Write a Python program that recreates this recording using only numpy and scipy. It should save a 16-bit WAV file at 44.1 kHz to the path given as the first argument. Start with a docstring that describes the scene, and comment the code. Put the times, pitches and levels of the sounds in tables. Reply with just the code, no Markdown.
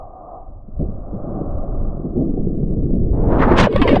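"""Wind buffets a kitesurfer's muffled body camera: turbulent pressure rumbles and gusts on the
microphone over the wash of the board, which thumps across the chop and drones as it settles.
The board digs in, drop impacts build into spray, and the rider hits the water with a sharp splash.
Under the surface, water slaps the housing, and trapped air resonates as ringing pockets,
a low churn of big bubbles and a fizz of small ones."""
import sys
import numpy as np
from scipy import signal
from scipy.fft import rfft, irfft
from scipy.io import wavfile
from scipy.ndimage import uniform_filter1d

SR = 44100
rng = np.random.default_rng(int(sys.argv[2]) if len(sys.argv) > 2 else 0)


def unload_wav(signal):
    """Save mono or channel-first audio to the path in sys.argv[1] as 16-bit WAV at rate SR, clipped to [-1, 1]."""
    wavfile.write(
        sys.argv[1],
        SR,
        np.round(np.clip(np.atleast_2d(signal).T, -1, 1) * 32767).astype(np.int16),
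    )


N = 176400
TIME, FREQ = np.arange(N) / SR, np.fft.rfftfreq(N, 1 / SR)
ONSET_S, RELEASE_S = 0.01, 0.04


def amp(db):
    """Amplitude ratio of a level in decibels."""
    return 10 ** (np.asarray(db) / 20)


def unit(x):
    """Normalisation to rms 1."""
    return x / np.sqrt(np.mean(x ** 2) + 1e-20)


def envelope(points):
    """Amplitude along a level curve, fading in just before its first point and holding its last."""
    s, db = np.transpose(points)
    return amp(np.interp(TIME, s, db)) * np.clip(1 + (TIME - s[0]) / ONSET_S, 0, 1) ** 2


def until(s):
    """Linear fade-out that begins at time s."""
    return np.clip(1 - (TIME - s) / RELEASE_S, 0, 1)


def response(spectrum, hz):
    """Magnitude response interpolated over log frequency, silent above its last point."""
    f, db = np.transpose(spectrum)
    return amp(np.interp(np.log(hz + 1), np.log(f), db, right=-140))


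def colour(x, spectrum):
    """Zero-phase filtering by a spectrum, to rms 1."""
    return unit(irfft(rfft(x) * response(spectrum, FREQ), N))


def lowpass(x, cutoff_hz):
    """Zero-phase low-pass filtering with a fourth-order slope."""
    return irfft(rfft(x) / (1 + (FREQ / cutoff_hz) ** 4), N)


def wander(rate_hz):
    """Smooth random modulation at around the given rate, rms 1."""
    ratio = FREQ / rate_hz
    return unit(irfft(rfft(rng.standard_normal(N)) * ratio * np.exp(-ratio ** 2), N))


def turbulence(spectrum, rough_db, rate_hz):
    """Intermittency: eddies modulate the level of coloured noise."""
    return unit(colour(rng.standard_normal(N), spectrum) * amp(rough_db * wander(rate_hz)))


def steady(x, span_s):
    """Division by the running rms evens out slow swells and keeps the fine grain."""
    size = max(int(span_s * SR), 3)
    power = uniform_filter1d(uniform_filter1d(x ** 2, size), size)
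    return x / np.sqrt(abs(power) + 1e-6)


def impacts(per_s, spread_db):
    """Shot noise: a Poisson train of impulses of uneven size."""
    arrivals = (rng.random(N) < per_s / SR) * rng.choice([-1., 1.], N)
    return arrivals * amp(spread_db * np.minimum(rng.exponential(1, N), 3))


def bubbles(per_s, low_hz, high_hz, cycles, glide, spread_db, count=28):
    """Bubble resonance: randomly struck damped oscillators that decay by 1/e in `cycles` periods."""
    out = np.zeros(N)
    for hz in np.geomspace(low_hz, high_hz, count):
        age = np.arange(int(6 * cycles / hz * SR)) * hz / SR / cycles  # in decay times
        shape = (1 - np.exp(-age * 6)) * np.exp(-age)
        ring = shape * np.sin(2 * np.pi * cycles * (age + glide * age ** 2))
        out += signal.oaconvolve(impacts(per_s / count, spread_db), ring * hz / high_hz)[:N]
    return unit(out)


# pressure on the microphone: t/s, level/dB
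RUMBLE_LEVEL = [(0, -34), (.25, -45), (.5, -31.5), (.66, -37), (.82, -19), (1.0, -28), (1.45, -26),
                (1.55, -17.5), (1.66, -22.5), (1.82, -16.5), (1.92, -20), (2, -29.5), (2.4, -17.5),
                (2.52, -22), (3, -15), (3.63, -15), (3.7, -41), (3.76, -14.5), (4, -18.5)]
# its spectrum: f/Hz, relative level/dB
RUMBLE_SPECTRUM = [(10, -6), (24, 2), (40, -7), (110, -12.5), (200, -35), (900, -100)]


def rumble():
    """Pseudo-sound: deep pressure swings of air, then water, flowing over the microphone."""
    pressure = turbulence(RUMBLE_SPECTRUM, rough_db=2.5, rate_hz=11)
    return envelope(RUMBLE_LEVEL) * steady(pressure, span_s=0.055)


# gusts across the microphone port: t/s, level/dB
GUST_LEVEL = [(0, -58), (.74, -50.5), (.86, -28.5), (1.06, -43), (1.39, -22.5), (1.5, -33.5), (1.95, -30),
              (2.25, -26.5), (2.6, -21), (2.73, -23), (2.97, -19.5), (3.08, -23.5), (3.5, -16)]
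# their spectrum: f/Hz, relative level/dB
GUST_SPECTRUM = [(40, -25), (150, 3), (300, -1), (450, -8.5), (680, -23), (900, -46), (2200, -69.5)]


def wind():
    """Turbulent buffeting: eddies strike the microphone port until it goes under."""
    eddies = turbulence(GUST_SPECTRUM, rough_db=3.0, rate_hz=35)
    return envelope(GUST_LEVEL) * steady(eddies, span_s=0.14) * until(3.56)


# water washing past the hull, and the carving edge: t/s, level/dB
WASH_LEVEL = [(0, -45), (.35, -42.5), (.62, -54), (.82, -44.5), (1.38, -30.5), (1.9, -36), (2.45, -50.5)]
CARVE_LEVEL = [(0, -34), (.1, -42.5), (.22, -39), (.35, -33.5), (.5, -52.5)]
# their spectra: f/Hz, relative level/dB
WASH_SPECTRUM = [(110, -10), (320, 4), (440, -4), (580, 7), (760, 1.5), (880, -14), (1180, -7.5),
                 (1400, -21), (1750, -39), (3200, -62.5)]
CARVE_SPECTRUM = [(300, -21), (600, -3), (750, 9), (900, -11.5), (1230, -6.5), (1500, -72.5)]


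def board():
    """Flow noise: a muffled wash along the hull and the hollow rush of the carving edge."""
    wash = envelope(WASH_LEVEL) * turbulence(WASH_SPECTRUM, rough_db=0.5, rate_hz=37)
    carve = envelope(CARVE_LEVEL) * turbulence(CARVE_SPECTRUM, rough_db=0.5, rate_hz=110)
    return wash + carve * until(.6)


# blows of the chop: t/s, level/dB, decay/s, frequency scale
CHOP_BLOWS = [(0.677, -35, 0.016, 0.8), (0.789, -18.5, 0.046, 1.065), (1.123, -23.5, 0.035, 0.87),
              (2.042, -19, 0.018, 1.12), (2.157, -17, 0.098, 1.11), (2.367, -18.5, 0.028, 1.02)]
# their spectrum before scaling: f/Hz, relative level/dB
THUMP_SPECTRUM = [(60, -13.5), (150, 5), (290, -0.5), (430, -6), (700, -19), (900, -52), (2200, -72)]


def thumps():
    """Structure-borne sound: dull blows of the board on the chop travel up through the rider."""
    out = np.zeros(N)
    for s, db, decay, scale in CHOP_BLOWS:
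        rise = np.clip((TIME - s) / ONSET_S, 0, 1)
        fall = np.exp(-(np.maximum(TIME - s - ONSET_S, 0) / decay) ** 2)
        body = colour(rng.standard_normal(N), [(hz * scale, gain) for hz, gain in THUMP_SPECTRUM])
        out += amp(db) * rise * fall * steady(body, span_s=0.015)
    return out


# hollow drone of the hull after it lands: t/s, level/dB, f/Hz
HULL_DRONE = [(2.152, -20.5, 295.2), (2.388, -25.5, 260), (2.558, -26.5, 166.2), (3.05, -30, 154.7)]


def drone(half_width_hz=45):
    """Narrow-band noise whose centre frequency sinks as the board settles into the water."""
    s, db, hz = np.transpose(HULL_DRONE)
    band = lowpass(rng.standard_normal((2, N)), half_width_hz)
    phase = 2 * np.pi * np.cumsum(np.interp(TIME, s, hz)) / SR
    rush = steady(unit(band[0] * np.cos(phase) + band[1] * np.sin(phase)), span_s=.05)
    return amp(np.interp(TIME, s, db)) * rush * np.clip((TIME - s[0]) / ONSET_S, 0, 1) * until(s[-1])


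# spray thrown up as the board digs in: t/s, level/dB
SPRAY_LEVEL = [(3.13, -24), (3.27, -22), (3.33, -19), (3.38, -19.5), (3.428, -15.5), (3.465, -18.5),
               (3.525, -16.5), (3.55, -18)]
# its spectrum at full force: f/Hz, relative level/dB
SPRAY_SPECTRUM = [(50, -15), (200, -1.5), (650, 1.5), (1250, 1), (2400, -12), (3400, -26), (5500, -40.5),
                  (12000, -66.5)]


def spray(db_per_octave=5):
    """Impact noise: drops patter on the camera, and harder spray shifts the spectrum upward."""
    force = envelope(SPRAY_LEVEL)
    hz, s, frames = signal.stft(impacts(per_s=3800, spread_db=3), SR, nperseg=512, noverlap=384)
    force_db = 20 * np.log10(np.interp(s, TIME, force) / force.max())
    scale = 2 ** np.maximum(force_db / db_per_octave, -2)
    frames *= response(SPRAY_SPECTRUM, hz[:, None] / scale)
    patter = signal.istft(frames, SR, nperseg=512, noverlap=384)[1][:N]
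    return force * steady(unit(patter), span_s=0.06) * until(3.65)


# sheets of water hitting the camera: t/s, level/dB, rise/s, hold/s, time to fall 40 dB/s
WATER_SHEETS = [(3.373, -31, 0.025, 0.01, 0.0374), (3.551, -14.5, 0.039, 0.021, 0.09),
                (3.617, -20.5, 0.024, 0.02, 0.047)]
# their spectrum at the loudest moment: f/Hz, relative level/dB
SPLASH_SPECTRUM = [(200, -4), (900, 1.5), (2000, -6.5), (3100, -8.5), (6000, -17.5), (10500, -36.5),
                   (13000, -74)]


def splashes():
    """Superposition of drop impacts and bubble rings; the finest spray comes only at the peak."""
    shape = np.zeros(N)
    for s, db, rise, hold, fall in WATER_SHEETS:
        t = TIME - s
        shape += amp(db - 40 * np.maximum(t - rise - hold, 0) / fall) * np.clip(t / rise, 0, 1)
    drops = unit(impacts(per_s=4000, spread_db=5))
    rings = bubbles(per_s=1400, low_hz=900, high_hz=4000, cycles=11, glide=0, spread_db=4.5)
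    water = steady(colour(drops + 0.4 * rings, SPLASH_SPECTRUM), span_s=0.042)
    dull = lowpass(water, cutoff_hz=2800)
    return shape * (dull + (water - dull) * (shape / shape.max()) ** 2)


# large air pockets: t/s, starting f/Hz, level/dB, duration/s, glide/(octaves per s)
AIR_POCKETS = [(3.512, 326, -5, 0.019, 19), (3.67, 542, -5, 0.0089, 4.5), (3.688, 450, -17.5, 0.063, -1),
               (3.756, 540, -10.5, .016, -5.5), (3.75, 1088, -26, 0.083, 2.6), (3.785, 779, -26, 0.21, -3),
               (3.791, 397, -14, 0.029, -15), (3.814, 286, -7, 0.029, -9), (3.815, 1146, -21.5, 0.1, -5.5),
               (3.852, 424, -6.5, 0.014, 23), (3.927, 236, -6.5, 0.027, 11), (3.965, 730, -8, 0.013, 5)]


def pockets(skew=0.55):
    """Volume resonance: large air pockets swell and ring with gliding, slightly unsteady pitch."""
    out = np.zeros(N)
    for s, hz, db, length, glide in AIR_POCKETS:
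        t = np.clip(TIME - s, 0, length)
        pitch = hz * 2 ** (glide * t) * (1 + 0.0087 * wander(rate_hz=35))
        shape = np.sin(np.pi * (t / length) ** skew) ** 2  # skew below 1: swells faster than it fades
        out += amp(db) * shape * np.sin(2 * np.pi * np.cumsum(pitch * (t > 0)) / SR)
    return out


# churning of the air dragged under: t/s, level/dB
CHURN_LEVEL = [(3.56, -29), (3.6, -13), (3.655, -13.5), (3.685, -26), (3.735, -18), (3.86, -20.5),
               (3.91, -9.5), (4, -18)]


def churn():
    """Air entrainment: big, heavily damped bubbles merge into a low gurgle."""
    gurgle = bubbles(per_s=490, low_hz=109.6, high_hz=540, cycles=2.55, glide=0.026, spread_db=8.0)
    return envelope(CHURN_LEVEL) * steady(gurgle, span_s=0.0075)


def clusters(drive, low_hz=1552, high_hz=4690, width_hz=85, drift=.03, swell_db=8, count=10):
    """Forced resonance: clusters of trapped bubbles ring, each drifting in pitch and level."""
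    out = np.zeros(N)
    pole = np.exp(-np.pi * width_hz / SR)
    for hz in np.geomspace(low_hz, high_hz, count):
        pitch = hz * (1 + drift * wander(rate_hz=10.2))
        carrier = np.exp(2j * np.pi * np.cumsum(pitch) / SR)
        # shifting down, low-passing and shifting back makes a band that follows the pitch
        ring = signal.lfilter([(1 - pole) ** 2], [1, -2 * pole, pole ** 2], drive / carrier)
        out += amp(swell_db * np.tanh(wander(rate_hz=22.4))) * (carrier * ring).real
    return out


# slaps of water on the housing: t/s, relative level/dB, decay/s
HOUSING_SLAPS = [(3.588, -11, 0.003), (3.598, -24, 0.004), (3.726, -24.5, 0.0026), (3.7609, -13.5, 0.0021),
                 (3.778, -25, 0.005), (3.8165, -13.5, 0.012), (3.876, -12.5, 0.0026), (3.891, -15, 0.0036),
                 (3.956, -18.5, 0.012)]
# response of the housing to water striking it: f/Hz, relative level/dB
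HOUSING_SPECTRUM = [(200, -12), (1130, 12.5), (1340, 0.5), (1600, 1), (3100, -2.5), (5400, -22),
                    (6200, -34), (8500, -29.5), (12000, -50)]


def slaps(rise_s=0.00042, hold_s=.002):
    """Cavity collapse: air pockets smack shut against the housing and excite the bubble clusters."""
    shape = np.zeros(N)
    for s, db, decay in HOUSING_SLAPS:
        t = TIME - s
        shape += amp(db) * np.clip(t / rise_s, 0, 1) * np.exp(-np.maximum(t - hold_s, 0) / decay)
    smack = shape * steady(colour(rng.standard_normal(N), HOUSING_SPECTRUM), span_s=0.011)
    return 0.72 * smack + 2 * clusters(smack)


# fine bubbles on the housing: t/s, level/dB
FIZZ_LEVEL = [(3.69, -48.5), (3.75, -35), (3.86, -36), (3.885, -25), (3.95, -28), (4, -48)]


def fizz():
    """Impulse excitation: fine bubbles crackle on the housing and set the clusters ringing."""
    crackle = colour(impacts(per_s=3000, spread_db=4.0), HOUSING_SPECTRUM)
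    return envelope(FIZZ_LEVEL) * steady(crackle + 5 * clusters(crackle), span_s=0.04)


def scene():
    """Superposition in one channel: the ride, the crash and the bubbling over a faint hiss."""
    hiss = amp(-103) * rng.standard_normal(N)
    ride = rumble() + wind() + board() + thumps() + drone()
    crash = spray() + splashes() + slaps()
    bubbling = pockets() + churn() + fizz()
    return (ride + crash + bubbling + hiss)[None]


def record(dry, knee=.8, cutoff_hz=11700):
    """Soft saturation rounds peaks above the knee; a low-pass filter then limits the bandwidth."""
    linear = np.clip(dry, -knee, knee)
    saturated = linear + (1 - knee) * np.tanh((dry - linear) / (1 - knee))
    band_limit = signal.firwin(301, cutoff_hz, window=("kaiser", 9), fs=SR)
    return signal.oaconvolve(saturated, band_limit[None], "same")


dry = scene()
out = record(dry)
unload_wav(out)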